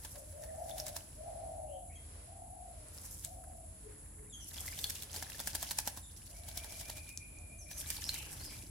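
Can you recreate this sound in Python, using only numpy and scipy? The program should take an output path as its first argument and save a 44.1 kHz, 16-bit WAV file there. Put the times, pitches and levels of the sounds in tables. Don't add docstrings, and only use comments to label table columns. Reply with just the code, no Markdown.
import sys
import numpy as np
from scipy import signal
from scipy.fft import rfft, irfft, next_fast_len
from scipy.io import wavfile
from scipy.ndimage import uniform_filter1d, map_coordinates

SR = 44100
rng = np.random.default_rng(int(sys.argv[2]) if len(sys.argv) > 2 else 0)


def wav_record(signal):
    frames = np.transpose(np.atleast_2d(signal))
    bounded = np.clip(frames, -1, 1)
    quanta = np.round(bounded * 32767).astype(np.int16)
    wavfile.write(sys.argv[1], SR, quanta)


N = 383661

# start_s, level_db, thump_db (against the beat)
WING_BEATS = [(0.049, -34.5, -14), (0.157, -44, -12.5), (0.326, -55, -19), (0.4373, -43.5, -13),
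              (0.6973, -37.5, -16), (0.782, -31.5, -17.5), (0.7995, -35, -22), (0.8664, -31, -17.5),
              (.8823, -33, -19), (0.9639, -30, -16), (2.9773, -42.5, -19), (3.247, -31, -28),
              (4.5822, -47, -19), (4.679, -33, -25), (4.789, -33, -28), (4.842, -26, -24.5),
              (4.8989, -27, -30), (4.9534, -37, -21), (5.0232, -28.5, -80), (5.1423, -32.5, -17),
              (5.163, -28.5, -18), (5.2251, -29.5, -16), (5.3, -36, -21), (5.3944, -34, -17),
              (5.4016, -30, -14), (5.4731, -22.5, -21.5), (5.551, -21.5, -18), (5.628, -23, -17.5),
              (5.7105, -23, -19.5), (5.7873, -19.5, -23), (5.8749, -21, -19), (5.9735, -33.5, -16.5),
              (6.486, -33.5, -22), (6.574, -27, -28), (6.6442, -36.5, -14.5), (6.722, -42, -14),
              (6.8103, -35, -18), (6.884, -40, -15), (6.8986, -31, -18.5), (6.9721, -35.5, -18),
              (7.0911, -40, -52), (7.7131, -38, -18), (7.903, -26, -27), (7.965, -36, -22),
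              (8.0914, -28, -28), (8.142, -26.5, -29)]
# frequency_hz, level_db
BOWL_WATER = [(70, -16), (150, 3), (280, 4), (420, -8.5), (600, 6.5), (900, 7), (1200, -4), (1650, 4),
              (2400, -6.5), (4000, -25.5)]
# frequency_hz, t60_s
BOWL_DECAY = [(500, 0.031), (4000, 0.18), (12000, 0.023)]
# frequency_hz, t60_s
TREE_DECAY = [(400, 0.57), (2500, 0.55), (8000, 0.2)]


def amp(db):
    return 10 ** (np.asarray(db) / 20)


def unit(x):
    return x / np.sqrt(np.mean(x ** 2) + 1e-20)


def along(points, hz):
    f, v = np.transpose(points)
    return np.interp(np.log(hz + 1), np.log(f + 1), v)


def wobble(rate):
    knots = rng.standard_normal(int(N * rate / SR) + 4)
    return map_coordinates(knots, [np.arange(N) * rate / SR])


def filtered(x, response):
    m = next_fast_len(N + SR // 4)
    return irfft(rfft(x, m) * response(np.fft.rfftfreq(m, 1 / SR)), m)[..., :N]


def coloured(x, spectrum, size=1024):
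    cepstrum = irfft(np.log(amp(along(spectrum, np.fft.rfftfreq(size, 1 / SR)))))
    cepstrum[1:size // 2] *= 2
    cepstrum[size // 2 + 1:] = 0
    kernel = irfft(np.exp(rfft(cepstrum)))
    return signal.oaconvolve(x, kernel[None] / np.linalg.norm(kernel), axes=1)[:, :N]


def add(track, s, sound):
    start = max(round(s * SR), 0)
    part = track[..., start:start + sound.shape[-1]]
    part += sound[..., :part.shape[-1]]


def spread(pair, alike):
    turn = np.arccos(np.clip(alike, -1, 1)) / 2
    mid, side = np.cos(turn) * pair[0], np.sin(turn) * pair[1]
    return np.array([mid + side, mid - side])


def rush(spectrum):
    # frequency_hz, correlation
    likeness = [(60, 0.99), (130, 0.96), (290, 0.74), (640, 0.2), (1400, 0), (15000, 0)]
    hz = np.fft.rfftfreq(next_fast_len(N + 2), 1 / SR)
    pair = rng.standard_normal((2, len(hz))) + 1j * rng.standard_normal((2, len(hz)))
    shaped = spread(pair, along(likeness, hz)) * amp(along(spectrum, hz))
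    return unit(irfft(shaped)[:, :N])


def crackle(spiky_db, alike):
    sizes = amp(spiky_db * np.clip(wobble(2500), -2, 2))
    return unit(spread(sizes * rng.standard_normal((2, N)), alike))


def echoes(x, decay):
    hz, t, z = signal.stft(rng.standard_normal((2, SR)), SR, nperseg=256)
    fading = z * amp(-60 * t / along(decay, hz)[:, None])
    tail = signal.istft(fading, SR, nperseg=256)[1]
    return signal.oaconvolve(np.atleast_2d(x), tail / np.linalg.norm(tail[0]), axes=1)[:, :N]


def bubbles(rate, centre_hz, scatter, cycles, size_db, count=400):
    draws = rng.random((int(rate * N / SR), 5))
    when, pitch, pitch2, size, pan = draws.T[:, :, None]
    hz = np.clip(centre_hz * np.exp(scatter * (pitch - pitch2)), 200, SR / 3)
    age = hz * np.arange(count) / SR / cycles
    strength = amp(size_db * np.minimum(-np.log(size), 3))
    phase = 2 * np.pi * cycles * age * (1 + 0.091 * np.minimum(age, 2))
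    grains = strength * np.exp(-4 * age) * np.sin(phase)
    index = ((when * N).astype(int) + np.arange(count)).ravel()
    sides = [np.bincount(index, (grains * g).ravel(), N)[:N] for g in (pan, 1 - pan)]
    return unit(np.array(sides))


def background():
    # frequency_hz, level_db
    town_spectrum = [(20, -54), (30, -28), (40, -5.5), (50, -0.5), (64, 1), (80, 3.5), (105, -4),
                     (150, -11.5), (250, -16), (450, -37), (900, -78)]
    # frequency_hz, level_db
    air_spectrum = [(250, -12), (450, 3.5), (700, 0.5), (1200, -4.5), (2200, -6.5), (3300, -9.5),
                    (5500, -7.5), (9000, -23), (14000, -63)]
    # frequency_hz, level_db
    insect_spectrum = [(5500, -25.5), (6600, -8), (7300, -2), (8000, -0.5), (8600, -7.5), (9400, -1.5),
                       (10000, 5.5), (10450, 9), (10900, 3.5), (11500, -5), (12500, -68), (15000, -113)]
    # frequency_hz, level_db
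    traffic_spectrum = [(60, -1), (130, 6.5), (200, -5.5), (320, -2), (450, -13.5), (900, -43)]
    # pitch_hz, rms_level_db
    motor_partials = [(50.5, -60), (80, -62), (305, -76.5)]
    # nearest_s, level_db, fade_s (time to fall by 3 dB)
    passes = [(1.3, -64, 0.45), (4.199, -63.5, .5), (8.7, -57.5, 0.66)]
    t = np.arange(N) / SR
    motor = np.zeros(N)
    for hz, db in motor_partials:
        level = np.sqrt(2) * amp(db + wobble(8.2))
        motor += level * np.sin(2 * np.pi * hz * t + 0.83 * wobble(11))
    town = amp(-55.5) * rush(town_spectrum)
    passing_power = sum(amp(db) ** 2 / (1 + ((t - s) / fade) ** 2) for s, db, fade in passes)
    traffic = np.sqrt(passing_power) * rush(traffic_spectrum)
    air = amp(-69.0 + 2.7 * wobble(3.24)) * rush(air_spectrum)
    insects = amp(-56.5 + 0.18 * wobble(3.3) + 0.66 * wobble(65)) * rush(insect_spectrum)
    return motor + town + traffic + air + insects


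def hoots():
    # start_s, length_s, top_pitch_hz,
    # opening_scoop and closing_drop (shares of the pitch), fall_s, level_db, hoarseness (0-1)
    hoot_calls = [(.13, 0.13, 608, .12, .01, .05, -54.5, 0.4), (.315, 0.18, 641, .2, 0.11, .07, -49, 0.5),
                  (.45, .47, 648.6, 0.081, 0.12, 0.27, -48, 0.31),
                  (.5, 0.54, 770, 0.049, .21, 0.37, -56.5, 0.93),
                  (1.16, 0.63, 652, 0.104, 0.21, .3, -48, 0.25),
                  (1.222, 0.73, 746, 0.019, 0.14, 0.3, -55.5, 0.87),
                  (2.11, 0.17, 632, .1, .02, .05, -66, 0.81), (2.25, .62, 736, 0.181, .22, .37, -56.5, 1),
                  (3.23, 0.49, 696.5, .15, 0.13, .27, -58.5, 1),
                  (3.825, 0.12, 426.5, .02, .02, 0.071, -57.5, 0.33),
                  (4.155, 0.14, 426, 0.022, .03, .06, -64, 0.32),
                  (6.268, .74, 663, .12, .12, .33, -64.5, 0.9), (7.302, .57, 655, .12, .12, .28, -67, 0.95)]
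    rise_s, edge_s = 0.0843, 0.037
    slack_db = -7.5
    waver_share, waver_db = 0.0061, 1.56
    clear_rate, hoarse_rate = 110, 150
    fringe, fringe_rate = 0.3, 380
    depth = 2.3
    out = np.zeros(N)
    for s, length, top_hz, scoop, drop, fall, db, hoarseness in hoot_calls:
        t = np.arange(int(length * SR)) / SR
        opening = np.maximum(1 - t / rise_s, 0) ** 1.52
        closing = np.maximum(1 - (length - t) / fall, 0) ** 2
        slack = np.maximum(opening, closing)
        waver = map_coordinates(rng.standard_normal(SR // 500), [t * 28])
        pitch = top_hz * (1 - scoop * opening - drop * closing + waver_share * waver)
        hoarse = depth * hoarseness * (1 - slack) ** 2
        rate = np.interp(hoarseness, [0, 1], [clear_rate, hoarse_rate])
        knots = rng.standard_normal(SR // 50) + 1j * rng.standard_normal(SR // 50)
        flutter = map_coordinates(knots, [t * rate])
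        flutter = flutter + fringe * map_coordinates(knots[::-1], [t * fringe_rate])
        edges = np.minimum(np.minimum(t, length - t) / edge_s, 1)
        level = amp(db + slack_db * slack + waver_db * waver) * edges
        voice = (1 + hoarse * flutter) / np.sqrt(.5 + hoarse ** 2)
        tone = np.exp(2j * np.pi * np.cumsum(pitch) / SR)
        add(out, s, level * np.real(voice * tone))
    return out


def whistle(length, pitches, turn, octave_db, rasp):
    u = np.linspace(0, 1, int(length * SR))
    knots = np.arange(len(u)) * 900 / SR
    quiver = rasp * map_coordinates(rng.standard_normal(SR // 100), [knots])
    corners = np.interp(u, [0, np.clip(turn, .1, .9), 1], pitches)
    glide = uniform_filter1d(corners, len(u) // 5, mode="nearest")
    phase = 2 * np.pi * np.cumsum(glide * (1 + quiver)) / SR
    return signal.windows.tukey(len(u), .3) * (np.sin(phase) + amp(octave_db) * np.sin(2 * phase))


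def piping():
    # start_s, top_pitch_hz, level_db
    notes = [(6.34, 2334, -61), (6.465, 2330, -59), (6.582, 2375, -53.5), (6.697, 2387, -53.5),
             (6.822, 2400, -53.5), (6.948, 2450, -51), (7.072, 2450, -50.5), (7.2, 2445, -52),
             (7.343, 2440, -54.5), (7.492, 2435, -56), (7.655, 2420, -55), (7.86, 2380, -52),
             (8.099, 2390, -52), (8.49, 2364, -58.5)]
    note_shape = [.945, 1.0, .997]
    out = np.zeros(N)
    for s, hz, db in notes:
        note = whistle(.068, hz * np.array(note_shape), turn=.55, octave_db=-45, rasp=.02)
        add(out, s, amp(db) * note)
    return out


def garden_calls():
    # start_s, length_s, start_hz, turn_hz, end_hz,
    # turn (share of the length), level_db, octave_db, rasp (share of the pitch), direct (share 0-1)
    chirps = [(0.427, 0.018, 1930, 1800, 1760, 0.5, -62, -22, .02, 0.8),
              (.488, 0.021, 2080, 1830, 1680, 0.43, -64.5, -24, .02, 1),
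              (1.669, .11, 2640, 3180, 3160, 0.76, -67.5, -28, 0.062, 0.36),
              (1.892, 0.056, 2024, 2400, 2460, 0.57, -64.5, -28, 0.09, 0.5),
              (1.944, 0.057, 2465, 2130, 2064, 0.5, -71, -24, .018, 0.8),
              (1.953, 0.033, 3340, 3218, 3190, 0.58, -65, -3, 0.016, 1),
              (4.295, .02, 3740, 3680, 3600, .5, -66.5, 11, .01, 0.63),
              (4.323, 0.037, 3480, 3300, 3210, 0.46, -53, 3.5, 0.018, 0.6),
              (4.393, 0.046, 3130, 3050, 2900, 0.43, -60.5, 9.5, 0.05, 0.2),
              (6.023, 0.047, 3830, 3579, 3430, 0.68, -60.5, 3, 0.028, 0.56),
              (7.581, 0.054, 6380, 6400, 5240, 0.32, -53.5, -20, 0.018, 0.5),
              (7.696, 0.058, 5600, 6050, 6300, 0.43, -56, -28, .02, 0.7),
              (7.758, 0.05, 6240, 6230, 5400, 0.27, -53, -30, 0.0074, 0.9),
              (7.949, .023, 5130, 5750, 4420, 0.47, -54, -33, .008, 1),
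              (8.038, 0.065, 4660, 5820, 4670, 0.49, -49, -34, .008, 0.9),
              (8.112, 0.13, 3010, 2740, 2710, 0.47, -51.5, -30, 0.08, 0.56),
              (8.393, 0.036, 4200, 4250, 4400, 0.53, -59, -30, 0.022, 0.7),
              (8.42, 0.06, 4500, 5320, 4740, 0.52, -51, -21, 0.023, 0.56),
              (8.467, 0.043, 5000, 4800, 4600, .5, -54.5, -30, 0.11, 0.35),
              (8.488, 0.069, 2542, 2350, 2310, 0.4, -59.5, -30, 0.075, 0.7)]
    ear_lag_s = 0.00038
    near, far = np.zeros(N), np.zeros(N)
    for s, length, start_hz, turn_hz, end_hz, turn, db, octave_db, rasp, in_sight in chirps:
        note = amp(db) * whistle(length, [start_hz, turn_hz, end_hz], turn, octave_db, rasp)
        add(near, s, in_sight * note)
        add(far, s, note)
    pipes, hooting = piping(), hoots()
    lagging = np.array([[1], [0]])
    ears = filtered(hooting, lambda hz: np.exp(-2j * np.pi * hz * ear_lag_s * lagging))
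    direct = amp(3.5) * near + .62 * pipes + ears * amp([[1.6], [-1.2]])
    scattered = amp(-1.0) * far + .62 * pipes + amp(-4.5) * hooting
    return direct + echoes(scattered, TREE_DECAY) * amp([[1], [-1]])


def wing_air():
    # frequency_hz, level_db
    puff_spectrum = [(30, -45), (50, -9), (75, -11), (110, -6), (200, -15.5), (500, -31)]
    average_puff_db, half_width_s = -58.5, 0.02
    growth = 0.58
    t = np.arange(N) / SR
    s, db, _ = np.transpose(WING_BEATS)
    nearest = np.searchsorted((s[1:] + s[:-1]) / 2, t)
    level = amp(average_puff_db + growth * (db - db.mean()))
    puffs = level[nearest] * np.exp(-((t - s[nearest]) / half_width_s) ** 2)
    return puffs * rush(puff_spectrum)


def laps():
    # centre_s, half_width_s, level_db
    wavelets = [(2.87, 0.015, -70), (3.06, .03, -63), (3.442, .007, -61), (3.52, .018, -66.5),
                (3.915, 0.037, -65.5), (4.06, 0.015, -64), (4.25, 0.033, -69.5), (4.39, .03, -66.5),
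                (4.57, .02, -60), (4.655, 0.013, -56), (7.77, .012, -59.5), (8.415, 0.015, -57.5)]
    # frequency_hz, level_db
    wash_spectrum = [(400, -9), (700, -6), (1000, 3), (1300, -8), (1700, 2), (2300, -5), (4000, -19)]
    t = np.arange(N) / SR
    level = sum(amp(db) * np.exp(-((t - s) / width) ** 2) for s, width, db in wavelets)
    wash = coloured(crackle(spiky_db=3.5, alike=0.55), wash_spectrum)
    fizz = bubbles(rate=300, centre_hz=1380, scatter=0.48, cycles=14, size_db=6, count=800)
    return level * (amp(-3.5) * wash + amp(-7) * fizz)


def stirring():
    # start_s, end_s, spray_db, slosh_db, mist_db
    bouts = [(0, 0.12, -69, -75, -59), (0.323, .62, -83, -75, -62), (0.733, 0.995, -61, -71.5, -67),
             (3.025, 3.193, -64.5, -74.5, -56), (3.85, 4.4, -86, -73, -99), (4.562, 4.773, -55, -65.5, -52),
             (4.804, 4.984, -57, -68, -72), (5.146, 5.67, -55.5, -68.5, -68), (5.78, 5.863, -62, -71, -60),
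             (6.165, 6.452, -62.5, -71, -88), (6.477, 6.93, -58, -67.5, -74),
             (7.808, 8.178, -55, -65.5, -53), (8.237, 8.535, -57.5, -64, -58.5)]
    rise_db_per_s, fall_db_per_s = 102, 56
    t, levels = np.arange(N) / SR, np.zeros((3, N))
    for start, end, *db in bouts:
        before, after = np.maximum(start - t, 0), np.maximum(t - end, 0)
        shape_db = -rise_db_per_s * before - fall_db_per_s * after
        levels = np.maximum(levels, amp(db)[:, None] * amp(shape_db))
    return levels


def feathers(level):
    # frequency_hz, level_db
    flick_spectrum = [(3500, -23), (5200, 1.5), (8000, 7), (13000, 6), (16000, -13)]
    mist = coloured(crackle(spiky_db=7.0, alike=0.041), flick_spectrum)
    return level * amp(4.7 * wobble(53)) * mist


def churn(spray, slosh):
    # frequency_hz, level_db
    fine_spectrum = [(2000, -33), (4000, -2), (5400, 6), (8000, 2), (13000, 1.5), (16000, -12)]
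    # frequency_hz, level_db
    heavy_spectrum = [(1200, -39), (2000, 1.5), (3300, 5.5), (5000, -8), (8000, -20), (16000, -41)]
    vigour = np.minimum(spray / amp(-50.5), 1)
    clumps = amp(3.5 * wobble(70))
    mist = amp(1.3) * coloured(crackle(spiky_db=5.5, alike=.05), fine_spectrum)
    heavy = amp(-2) * coloured(crackle(spiky_db=5.5, alike=.45), heavy_spectrum)
    patter = bubbles(rate=240, centre_hz=5000, scatter=.8, cycles=13, size_db=6)
    wash = amp(-0.5 + 2.8 * wobble(50)) * coloured(crackle(spiky_db=5, alike=0.27), BOWL_WATER)
    plips = amp(1.5) * bubbles(rate=150, centre_hz=2050, scatter=.65, cycles=20, size_db=4.5, count=1000)
    gurgle = amp(-3.5) * bubbles(rate=80, centre_hz=520, scatter=1.1, cycles=9, size_db=3, count=1800)
    thrown = clumps * (mist + vigour * heavy) + np.maximum(vigour, .5) * patter
    stirred = wash + gurgle + np.maximum(vigour, .45) * plips
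    return spray * thrown + slosh * stirred


def drops():
    # start_s, level_db, starting_pitch_hz, ring_t60_s
    single_drops = [(.143, -38, 7100, .003), (.423, -41, 5800, .004), (.561, -37, 7800, .0027),
                    (.712, -40, 3520, .024), (.8, -25.5, 5360, .009), (2.885, -35, 8360, .003),
                    (2.984, -42, 5380, .012), (3.249, -17, 7540, .0021), (3.44, -35, 8850, .002),
                    (4.445, -31, 8500, .002), (4.517, -46, 1750, .012), (4.583, -34.5, 3330, .013),
                    (4.601, -44, 3230, .015), (4.68, -35.5, 2040, .026), (4.717, -41, 4870, .018),
                    (4.726, -45, 1720, .015), (4.73, -40, 2300, .015), (4.777, -42, 3190, .012),
                    (4.79, -31, 3600, .008), (4.8413, -26, 3400, .019), (4.842, -25, 4300, .017),
                    (4.855, -45, 1620, .016), (4.898, -33, 5470, .018), (4.952, -29, 7000, .003),
                    (4.965, -42, 2800, .014), (5.006, -41, 3920, .009), (5.022, -39, 3400, .012),
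                    (5.131, -26, 6000, .002), (5.162, -36, 4450, .014), (5.166, -35, 4760, .012),
                    (5.225, -40, 1720, .02), (5.226, -41, 2070, .018), (5.267, -46, 1750, .016),
                    (5.299, -43, 1720, .014), (5.346, -46, 1750, .033), (5.394, -36, 3450, .014),
                    (5.474, -34, 1660, .012), (5.2277, -27, 6000, .002), (5.4656, -31, 7000, .002),
                    (5.4736, -21, 7500, .0015), (5.533, -28, 5170, .002), (5.557, -28, 4500, .003),
                    (5.6123, -30, 6500, .002), (5.691, -29, 4950, .0022), (5.7, -33, 5500, .003),
                    (5.7086, -27, 4200, .005), (5.7794, -33, 7000, .002), (5.8572, -33, 6000, .002),
                    (5.71, -37, 1800, .014), (5.7885, -33, 1700, .011), (5.789, -32, 2450, .009),
                    (5.8755, -37, 1900, .012), (6.577, -35, 5450, .009), (6.899, -38, 4480, .012),
                    (7.175, -14.5, 6050, .0012), (7.387, -37, 6750, .0036), (7.713, -44, 1680, .014),
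                    (7.732, -38, 4000, .004), (7.8285, -50, 1580, .025), (7.845, -47, 1620, .025),
                    (7.902, -35, 5550, .012), (7.903, -37, 3190, .012), (7.915, -42, 1765, .018),
                    (7.967, -39, 4400, .02), (7.999, -45, 2540, .014), (8.0236, -46, 1720, .025),
                    (8.041, -42, 2800, .01), (8.0412, -21.5, 5240, .0033), (8.092, -21, 4150, .017),
                    (8.0905, -42, 1590, .016), (8.149, -37, 3790, .014), (8.16, -39, 2150, .016),
                    (8.329, -50, 1830, .02), (8.33, -25, 8800, .0017)]
    out, t, sides = np.zeros((2, N)), np.arange(SR // 25) / SR, np.array([[1], [-1]])
    places = 2 * rng.random(len(single_drops)) - 1
    for (s, db, hz, t60), place in zip(single_drops, places):
        phase = 2 * np.pi * hz * t * (1 + 2 * t) + .5 * place * sides
        swing = np.sin(phase) * amp(-60 * t / t60) * (1 - np.exp(-t * hz / .4))
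        ring = np.diff(swing, prepend=0) * SR / (2 * np.pi * hz)
        add(out, s, amp(db + 2 * place * sides) * ring)
    return out + amp(-15) * echoes(out, BOWL_DECAY)


def pockets():
    # start_s, level_db, starting_pitch_hz, ring_t60_s
    air_pockets = [(4.568, -53, 610, .03), (4.777, -53, 600, .025), (5.146, -43, 820, 0.025),
                   (5.176, -43.5, 430, .03), (5.225, -40, 720, 0.035), (5.4015, -43, 750, 0.021),
                   (5.4735, -37.5, 660, 0.022), (5.535, -50, 805, .03), (5.551, -41, 816, 0.019),
                   (5.6285, -34, 700, 0.022), (5.692, -45, 725, 0.018), (5.7105, -35, 884, 0.021),
                   (5.788, -34.5, 910, 0.018), (5.875, -35, 793, 0.019), (5.974, -41.5, 990, 0.02),
                   (7.901, -48, 602, 0.031), (7.986, -47.5, 890, 0.027), (8.066, -52, 285, 0.055),
                   (8.142, -50, 870, .03), (8.206, -52, 855, .04), (8.358, -52, 314, .06),
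                   (8.416, -53, 700, .035), (8.469, -50, 292, 0.054), (8.635, -45, 300, 0.047)]
    glide_per_s = 3.8
    out, t = np.zeros(N), np.arange(SR // 12) / SR
    for s, db, hz, t60 in air_pockets:
        phase = 2 * np.pi * hz * t * (1 + glide_per_s * t / 2)
        add(out, s, amp(db - 60 * t / t60) * (1 - np.exp(-2 * t * hz)) * np.sin(phase))
    return out + amp(-11) * echoes(out, BOWL_DECAY)


def crack():
    t = np.arange(SR // 100) / SR
    burst = spread(rng.standard_normal((2, len(t))), 0.68) * amp(-60 * t / 0.0071)
    return burst / np.abs(burst).max()


def wings():
    # frequency_hz, level_db
    slap_spectrum = [(900, -29), (1600, -5), (3000, -4.5), (5200, 1.5), (8000, 2.5), (11500, 2),
                     (16000, -4)]
    blow_db, crack_db = -12, .3
    blow_t60_s, thump_t60_s = .04, 0.027
    average_swish_db, swish_growth = -45.5, 0.65
    swish_rise_s, swish_fall_s = 0.012, 0.014
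    thump_swish_db = -2
    gulp_db = -9.5
    lead_s = .06
    bright, deep = np.zeros(N), np.zeros(N)
    claps, knocks = np.zeros((2, N)), np.zeros((2, N))
    t = np.arange(SR // 4) / SR - lead_s
    after = np.maximum(t, 0)
    average_db = np.mean(WING_BEATS, axis=0)[1]
    blow = (t >= 0) * amp(blow_db - 60 * after / blow_t60_s)
    push = (t >= 0) * amp(blow_db - 60 * after / thump_t60_s)
    swish = np.where(t < 0, 0.63 * np.exp(t / swish_rise_s), np.exp(-after / swish_fall_s))
    for s, db, thump_db in WING_BEATS:
        swish_db = average_swish_db + swish_growth * (db - average_db)
        first = max(round((lead_s - s) * SR), 0)
        bright_power = (amp(db) * blow) ** 2 + (amp(swish_db) * swish) ** 2
        deep_power = (amp(db) * push) ** 2 + (amp(swish_db + thump_swish_db) * swish) ** 2
        add(bright, s - lead_s, bright_power[first:])
        add(deep, s - lead_s, deep_power[first:] * amp(thump_db) ** 2)
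        clap = amp(db + crack_db) * crack()
        add(claps, s, clap)
        add(knocks, s, clap * amp(thump_db))
    grain = amp(3 * np.clip(wobble(420), -2, 2))
    droplets = unit(grain * crackle(spiky_db=4.5, alike=.1))
    splash = coloured(claps + np.sqrt(bright) * droplets, slap_spectrum)
    thump = coloured(knocks + np.sqrt(deep) * crackle(spiky_db=-2, alike=1.0), BOWL_WATER)
    froth = np.sqrt(bright) * bubbles(rate=900, centre_hz=4720, scatter=0.85, cycles=10, size_db=6.0)
    gulps = np.sqrt(deep) * bubbles(rate=350, centre_hz=1750, scatter=.3, cycles=12, size_db=4, count=700)
    return amp(1.0) * splash + amp(9.0) * (thump + amp(gulp_db) * gulps) + amp(-10.0) * froth


def scene():
    spray, slosh, mist = stirring()
    water = wings() + pockets() + drops() + laps() + churn(spray, slosh) + feathers(mist)
    return water + amp(-12) * echoes(water, TREE_DECAY) + wing_air() + garden_calls() + background()


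def record(dry):
    return filtered(dry, lambda hz: hz < 16300)


dry = scene()
out = record(dry)
wav_record(out)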